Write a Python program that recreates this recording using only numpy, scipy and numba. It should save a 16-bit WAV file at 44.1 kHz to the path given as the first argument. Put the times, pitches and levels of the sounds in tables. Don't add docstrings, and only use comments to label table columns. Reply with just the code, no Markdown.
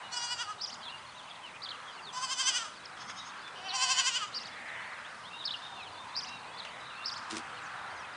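import sys
import numpy as np
from scipy import signal
from scipy.io import wavfile
from scipy.ndimage import uniform_filter1d
from numba import njit

SR = 44100
rng = np.random.default_rng(int(sys.argv[2]) if len(sys.argv) > 2 else 0)


def master(y):
    cut = np.clip(np.atleast_2d(y).T, -1, 1)
    pcm = np.round(cut * 32767)
    wavfile.write(sys.argv[1], SR, pcm.astype(np.int16))


N = 359856
TIME = np.arange(N) / SR

# (time [s], relative level [dB])
ROAD_SWELL = [(0.0, -49.5), (0.48, -51.5), (8.16, -48)]
# (frequency [Hz], relative level per hertz [dB])
YARD_SPECTRUM = [(25, -39.5), (107, -7.5), (190, -8.5), (392, -12), (680, -4.5), (1010, 2), (1480, -2),
                 (2320, -9), (4220, -17.5), (5560, -20.5), (9890, -30)]
# (time of peak [s], half length to 1/e [s], centre [Hz], filter width [Hz], peak level [dB])
CARS = [(4.77, 0.26, 1920, 770, -44), (7.64, 0.61, 1350, 950, -45.5), (3.23, 0.47, 1230, 500, -50.5)]
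RUMBLE_RISE_DB = 6.5

# (time [s], length [s], start pitch [Hz], end pitch [Hz], level [dB])
WHISTLES = [(0.027, 0.059, 2800, 2840, -51.5), (0.63, 0.037, 3600, 2850, -52),
            (0.814, 0.04, 2900, 3250, -52), (0.853, 0.039, 3500, 3150, -43),
            (0.877, 0.062, 2500, 3000, -48), (0.919, 0.054, 2720, 2740, -48.5),
            (1.145, 0.029, 3300, 3980, -57), (1.168, 0.05, 4000, 2890, -50.5),
            (1.273, 0.02, 3130, 2280, -52), (1.297, 0.034, 3200, 3300, -48),
            (1.432, 0.064, 3120, 2430, -48.5), (1.538, 0.04, 2350, 2450, -52),
            (1.737, 0.035, 3200, 2300, -52), (1.856, 0.068, 3380, 2880, -51.5),
            (1.971, 0.044, 3040, 2390, -51.5), (2.022, 0.059, 4820, 3660, -52),
            (2.065, 0.047, 3760, 3090, -45.5), (2.854, 0.011, 5900, 3900, -46),
            (3.174, 0.061, 3660, 3710, -48.5), (3.371, 0.06, 4800, 3500, -61),
            (3.426, 0.09, 3420, 3340, -51.5), (3.542, 0.067, 2910, 3050, -53),
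            (4.336, 0.12, 2900, 2550, -53), (4.512, 0.049, 3400, 3300, -55), (4.75, 0.066, 2810, 2940, -52),
            (4.815, 0.04, 3000, 3800, -57), (4.923, 0.031, 5000, 3210, -57.5),
            (5.037, 0.047, 2900, 3900, -54.5), (5.236, 0.063, 2830, 3820, -51.5),
            (5.304, 0.077, 2600, 2750, -48), (5.33, 0.11, 3620, 3650, -49.5),
            (5.388, 0.053, 4100, 3050, -45.5), (5.621, 0.073, 3500, 3630, -48),
            (5.685, 0.12, 3620, 3410, -53.5), (5.767, 0.082, 2840, 2170, -50),
            (5.796, 0.096, 4350, 2600, -50), (5.918, 0.048, 4880, 3650, -56),
            (5.946, 0.11, 3400, 3570, -53), (6.263, 0.14, 3850, 3650, -53),
            (6.268, 0.12, 2650, 2670, -48.5), (6.431, 0.11, 2300, 2600, -55.5),
            (6.5, 0.11, 3200, 3500, -54.5), (6.589, 0.025, 4550, 3200, -42),
            (6.641, 0.014, 4200, 3200, -57), (6.646, 0.017, 2650, 3100, -45),
            (6.66, 0.022, 3100, 2300, -48), (6.694, 0.03, 2800, 3100, -54), (6.89, 0.068, 3000, 2200, -55),
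            (6.95, 0.11, 2550, 2740, -49.5), (7.56, 0.039, 3210, 2340, -52), (7.62, 0.081, 7700, 4330, -61),
            (7.945, 0.11, 6800, 4300, -61), (8.019, 0.053, 2550, 2380, -51)]
# (time [s], length [s], start pitch [Hz], end pitch [Hz], level [dB])
FLUTTERS = [(0.83, 0.039, 3900, 3780, -46), (0.88, 0.043, 4200, 3530, -51),
            (3.681, 0.04, 4760, 3400, -38.5), (6.57, 0.03, 3900, 4430, -47),
            (6.613, 0.032, 3080, 4200, -50), (6.72, 0.078, 3450, 3320, -60),
            (6.807, 0.14, 3750, 3600, -53.5)]
# (time from start [s], pitch [Hz], level [dB])
CHIRRUP_STROKES = [
    [(0, 3800, -18.5), (.025, 3750, -5), (.04, 4960, 8.5), (.068, 5010, 7), (.075, 4670, 2),
     (.088, 2900, -7.5)],
    [(.082, 6600, -14), (.102, 4700, 0.5), (.118, 5620, -4), (.138, 7640, -29.5)],
    [(.12, 2800, -3), (.135, 3900, -12.5), (.15, 4800, 1.5), (.162, 3920, -9), (.178, 2650, -11)],
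    [(.155, 7740, -23), (.165, 6100, -5.5), (.175, 4830, -24)],
]
# (pitch excess [share], relative level [dB])
SECOND_VOICE = [(0.108, -5), (0.199, -16)]
# (time [s], level [dB], pitch ratio [1])
CHIRRUPS = [(.58, -45.5, 0.99), (4.311, -47, 0.95), (6.126, -45.5, 0.96), (7.019, -45.5, 0.96)]
# (time from start [s], pitch [Hz], level [dB])
CHURR_STROKE = [(0, 3500, -7), (0.02, 5140, 4.5), (.035, 4300, 1.5), (.05, 3500, 3), (0.065, 2974, -11.5),
                (.075, 3900, 6.5), (0.084, 4350, -6), (.096, 3830, 3.5), (.108, 2970, 1), (0.13, 2980, -14)]
# (time [s], level [dB], pitch ratio [1])
CHURRS = [(1.616, -44.5, 0.94), (5.438, -38.5, 0.94)]
ARCH = 0.0366
FLUTTER_HZ, FLUTTER_SHARE = 220, .065
BURR_HZ, BURR_DEPTH = 75, .85
CHATTER_PER_S, CHATTER_FLOOR_DB = 90, -67

# (delay [s], level [dB])
ECHO = (.11, -20)
TAIL_DB, TAIL_T60_S = -14, .5

# (time [s], pitch [Hz], level [dB], dip before it [dB], slack pitch before it [Hz])
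BLEATS = [
    [(0.144, 488, -36, -31, 481.4), (0.174, 487.6, -33.5, -6, 477), (0.248, 482, -35, -4, 476.6),
     (0.327, 492.4, -32.5, -8, 476), (0.42, 487.3, -34, -13, 468.3), (0.51, 425, -37.5, -12, 413)],
    [(2.179, 510, -36, -7, 496.3), (2.243, 530.3, -32, -8.5, 500.5), (2.327, 536.3, -32, -10.5, 497),
     (2.411, 536.6, -29, -16, 499.2), (2.488, 535.7, -24.5, -11, 499.7), (2.576, 501, -30, -8.5, 483),
     (2.632, 451.6, -39, 1.5, 451), (2.654, 413, -40, -9, 435)],
    [(3.761, 518.5, -32, -38, 520.5), (3.837, 531.4, -26, -8, 502.5), (3.92, 535, -26.5, -8, 504.3),
     (3.999, 538, -25.5, -11.5, 498.3), (4.083, 532, -26.5, -10, 485), (4.171, 506.5, -30, -9.5, 469),
     (4.235, 409.5, -34.5, -7, 449)],
    [(3.02, 339.5, -46, -14, 323.3), (3.108, 350, -45.5, -13, 324), (3.19, 339, -46.5, -23, 323),
     (3.28, 353, -50.5, -8, 330)],
    [(3.6, 367, -48.5, -5, 360), (3.67, 393, -40, -10, 373.4), (3.748, 399, -36, -6.5, 367),
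     (3.83, 392, -38.5, -5, 376), (3.915, 386, -36.5, -7, 361), (4.0, 376, -32.5, -12, 362)],
]
# (mouth mode at start [Hz], at end [Hz], mouth level at start [dB], held [dB],
# at end [dB], brightness at start [dB], at end [dB])
CALLERS = [(1120, 1180, 11.5, 9.5, 23, 5.5, 0.5), (1074, 1280, 17, 3.5, 16.5, 3.5, 0),
           (940, 1207, 10.5, 0.5, 12.5, 4.5, -5), (970, 1100, 9, 2, 0, 2.5, 4),
           (804, 740, 10, 4, -7.5, -8, -6)]
TRACT_LENGTH = [1.019, 0.986, 1.04, 0.95, 1.053]
BREATH_DB = [-15, -5, -7, -4, -7]
TOP_MODE_DB = [-6.5, -4.5, -3, -33, -17]
WOBBLE = [.0015, .004, .003, .006, .006]
# (centre [Hz], filter width [Hz], level [dB])
THROAT_MODES = [(1790, 1200, -5.5), (3117, 680, 6.5)]
# (centre [Hz], filter width [Hz], level [dB])
UPPER_MODES = [(4780, 900, 3.5), (5960, 530, 0.5)]
TOP_MODE_HZ, TOP_WIDTH_HZ = 7490, 2020
MOUTH_WIDTH_HZ = 308
SPREAD = .06
RAGGED_DB = 2.5
OPENING_S, CLOSING_S = 0.12, 0.061
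HUMP_S, HUMP_LEAD_S = .016, 0.00314
GAPE = .03
LOW_AIR_DB = -6
DIP_SHARE, FADE_S = 0.32, 0.027

# (fade-in time [s], fade-out time [s], the two overlapping, pitch [Hz],
# mean level [dB])
WHINE = (5, 4.5, 533.5, -67)
# (time [s], length [s], start pitch [Hz], end pitch [Hz], level [dB])
LOW_NOTE = (2.068, .035, 360, 430, -58)

# (time [s], peak level [dB])
HOOVES = [(2.9751, -38), (3.0968, -30.5), (3.478, -34.5), (6.6495, -33)]

# (time [s], flap rate [Hz], relative level [dB])
SNORT = [(7.291, 110, -73), (7.307, 107, -43), (7.341, 109.4, -41.5), (7.364, 85, -45), (7.412, 74, -56)]
# (centre [Hz], filter width [Hz], level [dB])
NOSE_MODES = [(110, 80, -1), (240, 31, 11.5), (345, 69, 14), (517, 310, -4)]
# (time at full gain [s], time at a fifth [s])
NOSE_FADE = (7.36, 8)
SNORT_AIR_DB = 2.5

HISS_DB, TOP_HZ = -60, 9980


def undb(db):
    return 10 ** (np.asarray(db) / 20)


def unit(x):
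    return x / np.sqrt(np.mean(x ** 2))


@njit
def svf(x, hz, width):
    y, band, low = np.empty(len(x)), 0., 0.
    for i in range(len(x)):
        g, k = np.tan(np.pi * hz[i] / SR), width / hz[i]
        v = (band + g * (x[i] - low)) / (1 + g * (g + k))
        band, low, y[i] = 2 * v - band, low + 2 * g * v, k * v
    return y


def steep(x, hz, width):
    hz = hz + np.zeros(len(x))
    return svf(svf(x, hz, 1. * width), hz, 1. * width)


def modes(x, table, scale=0.95):
    total = 0
    for k, (hz, width, db) in enumerate(table):
        total = total + (-1) ** k * undb(db) * steep(x, hz * scale, width)
    return total


def walk(rate, size=N):
    k = int(SR / rate)
    held = np.repeat(rng.standard_normal(size // k + 1), k)
    return 1.71 * uniform_filter1d(uniform_filter1d(held, k), k)[:size]


def add(out, t0, x):
    i = int(t0 * SR)
    out[i:i + len(x)] += x[:len(out) - i]


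def smooth(t, knots, values, ms=8):
    return uniform_filter1d(np.interp(t, knots, values), int(ms * SR / 1000), mode="nearest")


def yard():
    hz_table, db_table = np.transpose(YARD_SPECTRUM)
    swell_db = np.interp(TIME, *np.transpose(ROAD_SWELL))
    out = 0
    for hz in 31 * 2 ** np.arange(0, 8.4, 1 / 3):
        band = svf(rng.standard_normal(N), np.full(N, hz), hz / 4)
        band = svf(band, np.full(N, hz), hz / 3)
        share = np.exp(-(np.log(hz / 1100) / 1.1) ** 2)
        db = np.interp(np.log(hz), np.log(hz_table), db_table)
        db = db + share * (swell_db - swell_db.mean()) + 1.82 * walk(7)
        engine_band = np.exp(-(np.log(hz / 70) / 0.97) ** 2)
        db += RUMBLE_RISE_DB * engine_band * np.exp(-((TIME - 7.3) / 1.7) ** 2)
        out = out + undb(db) * band
    out = unit(out) * undb(swell_db.mean() + 2.5)
    for s, half, hz, width, db in CARS:
        centre = np.full(N, 1. 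* hz)
        tyres = svf(svf(rng.standard_normal(N), centre, 1. * width), centre, 0.96 * width)
        out += unit(tyres) * undb(db) * np.exp(-((TIME - s) / half) ** 2)
    return out


def stroke(out, t0, rows, db, ratio, rough=.0, burr=.0, shake=.0):
    s, hz, rel_db = np.transpose(rows)
    t = np.arange(s[0], s[-1], 1 / SR)
    edge = np.clip(np.minimum(t - s[0], s[-1] - t) / 0.00055, 0, 1)
    shaking = 1 + shake * np.sin(2 * np.pi * FLUTTER_HZ * t)
    pitch = ratio * smooth(t, s, hz, ms=9.2) * shaking
    tone = np.sin(2 * np.pi * np.cumsum(pitch) / SR)
    turns = np.cumsum(BURR_HZ * (1 + 0.29 * walk(65.0, size=len(t)))) / SR
    roughness = 1 + rough * walk(500, size=len(t))
    chopping = 1 - burr * np.cos(np.pi * turns) ** 4
    level = undb(db + np.interp(t, s, rel_db))
    add(out, t0 + s[0], np.sqrt(2) * tone * edge * roughness * chopping * level)


def whistle(out, t0, length, start_hz, end_hz, db, arch=ARCH, rough=.33, shake=.0):
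    u = np.linspace(0, 1, 7)
    bow = (2 * u - 1) ** 2
    hz = (start_hz + (end_hz - start_hz) * u) * (1 + arch * (1 - bow))
    stroke(out, t0, np.c_[u * length, hz, -9.0 * bow], db, 1, rough=rough, shake=shake)


def birds():
    out = np.zeros(N)
    for t0, db, ratio in CHIRRUPS:
        for rows in CHIRRUP_STROKES:
            stroke(out, t0, rows, db, ratio, rough=0.37)
            for excess, rel_db in SECOND_VOICE:
                stroke(out, t0, rows, db + rel_db, ratio * (1 + excess), rough=0.91)
    for t0, db, ratio in CHURRS:
        stroke(out, t0, CHURR_STROKE, db, ratio, rough=.25, burr=BURR_DEPTH)
        stroke(out, t0, CHURR_STROKE, db - 4.0, ratio * 1.12, rough=0.56, burr=BURR_DEPTH)
    for row in WHISTLES:
        whistle(out, *row)
    for row in FLUTTERS:
        whistle(out, *row, shake=FLUTTER_SHARE)
    for when, long, pitch, rise, fall, loud in rng.random((int(CHATTER_PER_S * N / SR), 6)):
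        hz = 2600 + 2200 * pitch
        start_hz, end_hz = hz * (1.1 - 0.3 * rise), hz * (.98 - 0.4 * fall)
        whistle(out, when * N / SR, .02 + .03 * long, start_hz, end_hz, CHATTER_FLOOR_DB + 8 * loud, arch=0.13)
    return out


def barns(x):
    t = np.arange(0, .6, 1 / SR)
    response = rng.standard_normal(len(t)) * undb(-60 * t / TAIL_T60_S) * (t > .012)
    response *= undb(TAIL_DB) / np.sqrt(np.sum(response ** 2))
    response[0] = 1
    response[int(ECHO[0] * SR)] += undb(ECHO[1])
    return signal.fftconvolve(x, response)[:N]


def bleat(out, throbs, caller, length, breath_db, top_db, wobble):
    s, hz, db, dip_db, slack_hz = np.transpose(throbs)
    mouth_start_hz, mouth_end_hz, start_db, held_db, end_db, bright_start_db, bright_end_db = caller
    gaps = np.diff(s, prepend=s[0] - .06)
    dips = s - (1 - DIP_SHARE) * gaps
    knots = np.r_[dips[0] - FADE_S / 2, np.ravel([dips, s], "F"), s[-1] + FADE_S]
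    t = np.arange(knots[0], knots[-1], 1 / SR)
    done = np.clip((t - s[0]) / (s[-1] - s[0]), 0, 1)
    ramps = np.interp(t, knots, np.r_[0, np.arange(2 * len(s)) % 2, .3])
    push = np.sin(np.pi / 2 * ramps) ** 3.1
    between = s - gaps / 2
    last_slack_hz = .97 * min(hz[-1], slack_hz[-1])
    slack = np.interp(t, np.r_[between, knots[-1]], np.r_[slack_hz, last_slack_hz])
    peaks = s - HUMP_LEAD_S
    lifts = hz - np.interp(peaks, t, slack)
    pitch = slack + lifts @ np.exp(-((t - peaks[:, None]) / HUMP_S) ** 2)
    size = undb(np.interp(t, dips, db + dip_db)) * (1 - push) + undb(np.interp(t, s, db)) * push
    size *= np.interp(t, knots[[0, 1, -2, -1]], [0, 1, 1, 0]) ** .5
    phase = 2 * np.pi * np.cumsum(pitch * (1 + wobble * walk(145.8, size=len(t)))) / SR
    pulses = np.zeros(len(t))
    for k in range(1, 31):
        waver = undb(RAGGED_DB * min(k / 10, 1) * walk(40.24, size=len(t)))
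        weight = np.clip(k / 2, 0, 1) ** 3
        pulses += np.sin(k * phase - SPREAD * k * k) * weight * waver
    pulses = -unit(pulses)
    air = unit(rng.standard_normal(len(t)) * (3.3 + np.cos(phase)))
    source = pulses + undb(breath_db) * air
    clear = pulses + undb(breath_db + LOW_AIR_DB) * air
    opening = np.exp(-(np.maximum(t - s[0], 0) / OPENING_S) ** 2)
    closing = np.exp(-(np.maximum(s[-1] - t, 0) / CLOSING_S) ** 2)
    mouth_db = held_db + (start_db - held_db) * opening + (end_db - held_db) * closing
    mouth_hz = mouth_start_hz + (mouth_end_hz - mouth_start_hz) * done
    low = undb(mouth_db) * steep(clear, mouth_hz, MOUTH_WIDTH_HZ)
    throat = modes(clear, THROAT_MODES, 1 / length)
    upper = modes(source, UPPER_MODES, (1 + GAPE * push) / length)
    upper = upper + undb(top_db) * steep(source, TOP_MODE_HZ / length, TOP_WIDTH_HZ)
    brightness = undb(bright_start_db + (bright_end_db - bright_start_db) * done)
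    voice = low - throat + brightness * upper
    loudness = np.sqrt(uniform_filter1d(voice ** 2, SR // 25))
    add(out, knots[0], voice / loudness * size)


def tones():
    fade_in, fade_out, hz, db = WHINE
    phase = 2 * np.pi * np.cumsum(hz * (1 + 0.0038 * walk(3))) / SR
    out = np.sqrt(2) * np.sin(phase) * undb(db + 2 * walk(3.1))
    out *= np.interp(TIME, [fade_in - .3, fade_in, fade_out, fade_out + .3], [0, 1, 1, 0])
    whistle(out, *LOW_NOTE, rough=.05)
    return out


def hooves():
    out, t = np.zeros(N), np.arange(0, .03, 1 / SR)
    for s, db in HOOVES:
        tap = steep(rng.standard_normal(len(t)) * np.exp(-t / 0.0088), 1540, 2600)
        add(out, s, undb(db) * tap / np.abs(tap).max())
    return out


def snort():
    s, hz, db = np.transpose(SNORT)
    t = np.arange(s[0], s[-1], 1 / SR)
    flap_hz = np.interp(t, s, hz) * (1 + 0.015 * walk(57, size=len(t)))
    cycle = np.cumsum(flap_hz) / SR % 1
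    jet = steep(rng.standard_normal(len(t)), 3400, 7600)
    jet = jet * (0.1 + np.exp(-cycle / 0.41) * undb(3.1 * walk(80, size=len(t))))
    flaps = np.exp(-cycle / 0.026) * undb(4.8 * walk(97, size=len(t)))
    ring = -unit(modes(flaps, NOSE_MODES)) * np.interp(t, NOSE_FADE, [1, .2])
    sound = ring + undb(SNORT_AIR_DB) * unit(jet)
    out = np.zeros(N)
    add(out, s[0], sound * undb(np.interp(t, s, db)))
    return out


def scene():
    goats = np.zeros(N)
    for call in zip(BLEATS, CALLERS, TRACT_LENGTH, BREATH_DB, TOP_MODE_DB, WOBBLE):
        bleat(goats, *call)
    echoed = barns(goats + birds() + hooves())
    return (echoed + snort() + tones() + yard())[None]


def record(dry):
    wet = dry + undb(HISS_DB) * rng.standard_normal(dry.shape)
    return signal.sosfilt(signal.ellip(12, .2, 75, TOP_HZ, fs=SR, output="sos"), wet)


dry = scene()
out = record(dry)
master(out)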